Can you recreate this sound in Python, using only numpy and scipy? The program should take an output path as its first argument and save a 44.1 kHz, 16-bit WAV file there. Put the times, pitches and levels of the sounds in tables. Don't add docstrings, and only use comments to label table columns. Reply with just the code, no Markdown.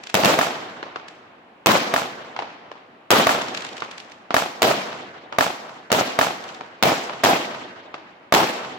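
import sys
import numpy as np
from scipy import signal
from scipy.fft import rfft, irfft, next_fast_len
from scipy.io import wavfile

SR = 44100
rng = np.random.default_rng(int(sys.argv[2]) if len(sys.argv) > 2 else 0)


def materialize(psi):
    bounded = np.clip(np.atleast_2d(psi).T, -1, 1)
    quanta = np.round(bounded * 32767).astype(np.int16)
    wavfile.write(sys.argv[1], SR, quanta)


N = 387198

# start in seconds, level in dB, house-front slap in dB.
MORTAR_SHOTS = [(0.3891, -4, -6), (1.939, -5.5, -3), (3.2689, -1.5, -7), (4.3423, -2, 3), (5.3852, -1.5, 3),
                (6.1891, -1.5, -1), (7.2360, -9, 2), (8.3233, -1, -9)]
# frequency in Hz, gain in dB.
TUBE_COLOUR = [(60, 1), (250, 0), (450, -1), (800, 2), (1400, 1.5), (2100, -0.5), (3200, -2), (12000, 3)]
# start in seconds, level in dB, hollow tone in Hz.
SHELL_BURSTS = [(.1424, -4, 690), (0.2473, -2, 644), (1.66, 1, 1107), (3.105, 2, 1230), (4.6199, -2, 630),
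                (5.9174, -3, 715), (6.8257, -3, 720), (7.2392, -2, 784), (8.3390, -2.3, 860)]
# start in seconds, level in dB, hollow tone in Hz, right
# microphone lag in ms.
DISTANT_MORTARS = [(.2350, -0.5, 803, 0), (.8280, -12, 1110, 0.27), (.9590, -11.5, 1200, 0.18),
                   (2.3640, -11.5, 1244, .2), (2.39, -7, 850, -0.2), (2.4223, -14, 890, 0),
                   (2.7157, -18, 1050, 0), (3.821, -8, 1190, 0.22), (4.3063, -6, 854, -.22),
                   (5.3249, -12.5, 1100, .2), (5.903, -10, 800, 0), (6.6090, -15.5, 900, -0.019),
                   (7.0959, -10.5, 994, 0), (7.9420, -13, 1100, .2)]
# start in seconds, level in dB.
STAR_SNAPS = [(.0331, -26.5), (.0659, -25), (.0937, -24), (1.08, -30), (3.4785, -23), (3.5687, -18),
              (3.6018, -28), (3.663, -28), (3.7648, -28.5), (3.9092, -27.5), (3.9767, -26.5)]
# start and end in seconds, opening level in dB.
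SPARK_CLOUDS = [(3.374, 4.163, -23), (6.398, 6.696, -30.5)]
# delay in seconds, level in dB, right microphone lag in ms.
MORTAR_PATHS = [(0, 5, 0), (.0031, -4.5, 0.15), (.0078, -7.5, -.1), (.0300, -15, .2), (.0803, -6, 0),
                (.1178, -13.5, 0)]
HOUSE_FRONT_PATH = [(0.0235, 1, -.43)]
SHELL_PATHS = [(0, 0.5, 0), (.0087, -0.5, 0.1), (.0205, -14.5, -.3), (.0300, -5.5, .2), (.0930, -6.5, 0.1),
               (.0945, -16.5, -.2), (.1020, -13, -.2)]
POP_PATHS = [(0, -2, 0), (.0085, -10.5, -.1), (.0385, -15.5, .1)]
STAR_PATHS = [(0, -7, 0), (.0032, 3.5, .2), (.0062, -5.5, -.2)]
# frequency in Hz, level in dB, seconds to fall by 60 dB.
STREET_REVERB = [(40, -29, .45), (102, -8.5, 0.15), (200, -2, 0.54), (500, -1.5, 0.47), (1000, -2, .5),
                 (2510, -2, 0.66), (6000, 0, 0.6), (15000, 1, 0.34)]
ROOF_REVERB = [(40, -20.5, 4.3), (101, -3.5, 2.43), (261, -1, 2.6), (650, 0.5, 1.83), (1300, -1, 2.42),
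               (2430, 1.5, 2.02), (4640, 2, 1.53), (7700, -1, 1.26), (15000, 2, 0.47)]
# delay in seconds, lift in dB.
FAR_REBOUNDS = [(.16, 9.5), (.215, 5.5), (0.309, 12), (0.389, 3.5), (.52, -0.5)]
# frequency in Hz, relative level in dB.
TOWN_SPECTRUM = [(30, -24.5), (100, -10), (300, -3), (800, 0), (2500, -9), (6000, -29), (10000, -31),
                 (15000, -40)]
# frequency in Hz, left-right correlation.
PAIR_CORRELATION = [(40, 1), (150, 1), (300, 0.93), (500, 0.69), (1000, 0), (2000, 0), (15000, 0.039)]
# frequency in Hz, gain in dB.
MIC_RESPONSE = [(30, -9), (120, 2), (200, 3), (420, 0.5), (730, 2), (1000, 0), (1400, -1), (1900, -1.5),
                (3000, 0), (5000, -3.5), (7500, -5.5), (9300, -13.5), (12000, -7.5), (15500, -7.5)]


def shells(level_db, roll_db, tear_db, tear_ms):
    near, far = np.zeros((2, N)), np.zeros((1, N))
    for start, db, tone_hz in SHELL_BURSTS:
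        gain = from_db(level_db + db)
        pulse = gain * blast(ms=0.25 * np.exp(0.0039 * db))[None]
        walls = slaps(SHELL_PATHS, rasp_db=-25.5, rasp_s=0.0011)
        paths = street(walls, scatter_db=-31.5, build_s=0.0053, hold_s=0.061, grain_db=5.5)
        bang = resonate(through(pulse, paths), tone_hz, db=4, q=5.2)
        boom_db = 3.5 - 4 * np.log2(tone_hz / 765)
        add(near, start, resonate(bang, hz=121, db=boom_db, q=1.4))
        tear = through(blast(tear_ms), slaps(SHELL_PATHS[:2], rasp_db=1.5, rasp_s=0.001))
        add(near, start, gain * from_db(tear_db) * tear)
        add(far, start, from_db(roll_db) * pulse)
    return near, far


def mortars(level_db, roll_db, bark_hz, bark_db):
    near, far = np.zeros((2, N)), np.zeros((1, N))
    walls = resonate(slaps(MORTAR_PATHS, rasp_db=-24, rasp_s=0.0011), bark_hz, bark_db, q=4.5)
    walls = resonate(walls, hz=125, db=3.5, q=2.3)
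    front = resonate(slaps(HOUSE_FRONT_PATH, rasp_db=-19, rasp_s=0.0004), hz=1700, db=11, q=3)
    no_walls = np.zeros((2, 1))
    wash = street(no_walls, scatter_db=-33.5, build_s=0.006, hold_s=0.016, grain_db=5)
    second_wave = street(no_walls, scatter_db=-26, build_s=0.0009, hold_s=0, grain_db=10.5)
    second_wave = band(second_wave * from_db(-90 * seconds(0.65)), low_hz=500, high_hz=12000)
    add(wash, HOUSE_FRONT_PATH[0][0], resonate(second_wave, hz=1600, db=0.5, q=2.7))
    shot = colour(blast(ms=0.23)[None], TUBE_COLOUR)
    for start, db, slap_db in MORTAR_SHOTS:
        pulse = from_db(level_db + db) * shot
        add(near, start, through(pulse, walls + from_db(slap_db) * front))
        add(near, start, through(pulse, wash))
        add(far, start, from_db(roll_db) * pulse)
    return near, far


def pops(level_db, roll_db, air_hz, tone_db):
    near, far = np.zeros((2, N)), np.zeros((1, N))
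    for start, db, tone_hz, lag_ms in DISTANT_MORTARS:
        walls = slaps(np.add(POP_PATHS, [0, 0, lag_ms]), rasp_db=-19, rasp_s=0.0014)
        paths = street(walls, scatter_db=-34.5, build_s=0.0027, hold_s=0.0046, grain_db=9.5)
        puff = band(blast(ms=0.29), low_hz=330 * (tone_hz / 1000) ** 2, high_hz=air_hz)
        pulse = from_db(level_db + db) * resonate(puff, tone_hz, tone_db, q=2.5)[None]
        add(near, start, through(pulse, paths))
        add(far, start, from_db(roll_db) * pulse)
    return near, far


def crackle(level_db, roll_db, pulse_ms, wash_db):
    sparks_per_s, fade_db_per_s, spread_db = 30, 21.5, 18
    snaps = list(STAR_SNAPS)
    for start, end, db in SPARK_CLOUDS:
        count = round(sparks_per_s * (end - start))
        for age, size in rng.random((60, 2))[:count] * [end - start, 1]:
            snaps.append((start + age, db - fade_db_per_s * age + spread_db * (size - 0.5)))
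    snap = from_db(level_db) * band(blast(pulse_ms), low_hz=1200, high_hz=8300)[None]
    near, pulses = np.zeros((2, N)), np.zeros((1, N))
    for start, db in snaps:
        detour = rng.uniform(0.9, 1.5)
        echoes = [(delay * detour, echo_db, lag_ms) for delay, echo_db, lag_ms in STAR_PATHS]
        add(near, start, from_db(db) * through(snap, slaps(echoes, rasp_db=-15.5, rasp_s=0.0012)))
        add(pulses, start, from_db(db) * snap)
    wash = from_db(wash_db) * scatter(STREET_REVERB, seconds(0.65), grain_db=4)
    return near + through(pulses, wash)[:, :N], from_db(roll_db) * pulses


def blast(ms):
    age = seconds(0.012) * 1000 / ms
    return (1 - age) * np.exp(-age)


def slaps(echoes, rasp_db, rasp_s, dull_db_per_s=110):
    out, t = np.zeros((2, SR // 4)), seconds(0.015)
    for delay, db, lag_ms in echoes:
        arrival = from_db(rasp_db) * diffuse(len(t)) * t / rasp_s * np.exp(1 - t / rasp_s)
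        lag = round(lag_ms * SR / 1000)
        arrival[0, max(-lag, 0)] += 1
        arrival[1, max(lag, 0)] += 1
        dull = lowpass(arrival, hz=3000)
        edge = from_db(-dull_db_per_s * delay) * (arrival - dull)
        add(out, delay, from_db(db) * (dull + edge))
    return out


def street(walls, scatter_db, build_s, hold_s, grain_db):
    t = seconds(0.65)
    build_up = from_db(scatter_db) * (1 - np.exp(-t / build_s))
    out = build_up * scatter(STREET_REVERB, np.maximum(t - hold_s, 0), grain_db)
    add(out, 0, walls)
    return out


def roofs(pulses, build_s, far_s, far_db, far_width_s):
    t = seconds(2.4)
    far_row = from_db(far_db * np.exp(-((t - far_s) / far_width_s) ** 2))
    swell = (1 - np.exp(-(t / build_s) ** 2)) * far_row
    for delay, db in FAR_REBOUNDS:
        swell *= from_db(db * (t > delay) * np.exp(-np.abs(t - delay) / 0.0015))
    roll = swell * scatter(ROOF_REVERB, t, grain_db=3.5, patchy_db=3, lumps_per_s=55)
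    return through(pulses, roll)[:, :N]


def town(hum_db, earlier_db, earlier_s):
    hum = colour(diffuse(N), TOWN_SPECTRUM)
    roll = through(blast(ms=0.25), scatter(ROOF_REVERB, seconds(2.4) + earlier_s, grain_db=0))
    out = from_db(hum_db) * hum / hum.std()
    add(out, 0, from_db(earlier_db) * roll)
    return out


def scatter(place, age, grain_db, patchy_db=2.5, lumps_per_s=70, bands=16):
    size = next_fast_len(len(age))
    hz = np.fft.rfftfreq(size, 1 / SR)
    field = rfft(diffuse(size, grain_db)) * from_db(at_hz(place, hz))
    centres = np.geomspace(60, 15000, bands)
    out, common_lumps = 0, lumps(len(age), lumps_per_s)
    for centre, weights in zip(centres, np.eye(bands)):
        part = irfft(field * at_hz(np.c_[centres, weights], hz), size)[:, :len(age)]
        clumping = from_db(patchy_db * (lumps(len(age), lumps_per_s) + 0.5 * common_lumps))
        decay = from_db(-60 * age / at_hz(place, centre, column=2))
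        out = out + part * clumping * decay
    return out


def diffuse(size, grain_db=0):
    strength = from_db(grain_db * np.clip(rng.standard_normal(size), -2.5, 2.5))
    mid, side = rfft(rng.standard_normal((2, size)) * strength / np.sqrt(np.mean(strength ** 2)))
    alike = at_hz(PAIR_CORRELATION, np.fft.rfftfreq(size, 1 / SR))
    return irfft(np.sqrt(1 + alike) * mid + np.sqrt(1 - alike) * side * [[1], [-1]], size)


def lumps(size, per_s):
    knots = rng.standard_normal(600)
    return np.interp(np.arange(size) / SR * per_s, np.arange(len(knots)), knots)


def resonate(x, hz, db, q):
    return x + (from_db(db) - 1) * signal.lfilter(*signal.iirpeak(hz, q, fs=SR), x)


def band(x, low_hz, high_hz):
    thin = signal.sosfilt(signal.butter(1, low_hz, "high", fs=SR, output="sos"), x)
    return lowpass(thin, high_hz, order=3)


def lowpass(x, hz, order=1):
    return signal.sosfilt(signal.butter(order, hz, fs=SR, output="sos"), x)


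def colour(x, spectrum, size=4096):
    gain = from_db(at_hz(spectrum, np.fft.rfftfreq(size, 1 / SR)))
    cepstrum = irfft(np.log(gain))
    cepstrum[1:size // 2] *= 2
    cepstrum[size // 2 + 1:] = 0
    return through(x, irfft(np.exp(rfft(cepstrum))))[:, :x.shape[1]]


def through(x, response):
    return signal.fftconvolve(np.atleast_2d(x), np.atleast_2d(response), axes=1)


def add(out, start_s, sound):
    start = round(start_s * SR)
    part = sound[:, :max(out.shape[1] - start, 0)]
    out[:, start:start + part.shape[1]] += part


def at_hz(table, hz, column=1):
    table = np.array(table)
    return np.interp(np.log(np.maximum(hz, 1)), np.log(table[:, 0]), table[:, column])


def from_db(db):
    return 10 ** (np.asarray(db) / 20)


def seconds(length):
    return np.arange(int(length * SR)) / SR


def scene():
    sources = [shells(level_db=11, roll_db=-42.5, tear_db=-16.5, tear_ms=0.053),
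               mortars(level_db=7.5, roll_db=-45.5, bark_hz=1240, bark_db=2),
               pops(level_db=0, roll_db=-47.5, air_hz=5300, tone_db=6.5),
               crackle(level_db=7, roll_db=-46.5, pulse_ms=0.089, wash_db=-28)]
    near, far = [sum(part) for part in zip(*sources)]
    roll = roofs(far, build_s=0.073, far_s=0.35, far_db=1.5, far_width_s=0.099)
    return near + roll + town(hum_db=-51, earlier_db=-43.5, earlier_s=0.32)


def record(dry):
    ceiling, cutoff_hz = from_db(-3.5), 16000
    left, right = colour(ceiling * np.tanh(dry / ceiling), MIC_RESPONSE)
    right = right - 2 * lowpass(right, hz=34)
    return signal.sosfilt(signal.ellip(10, 0.3, 80, cutoff_hz, fs=SR, output="sos"), [left, right])


dry = scene()
out = record(dry)
materialize(out)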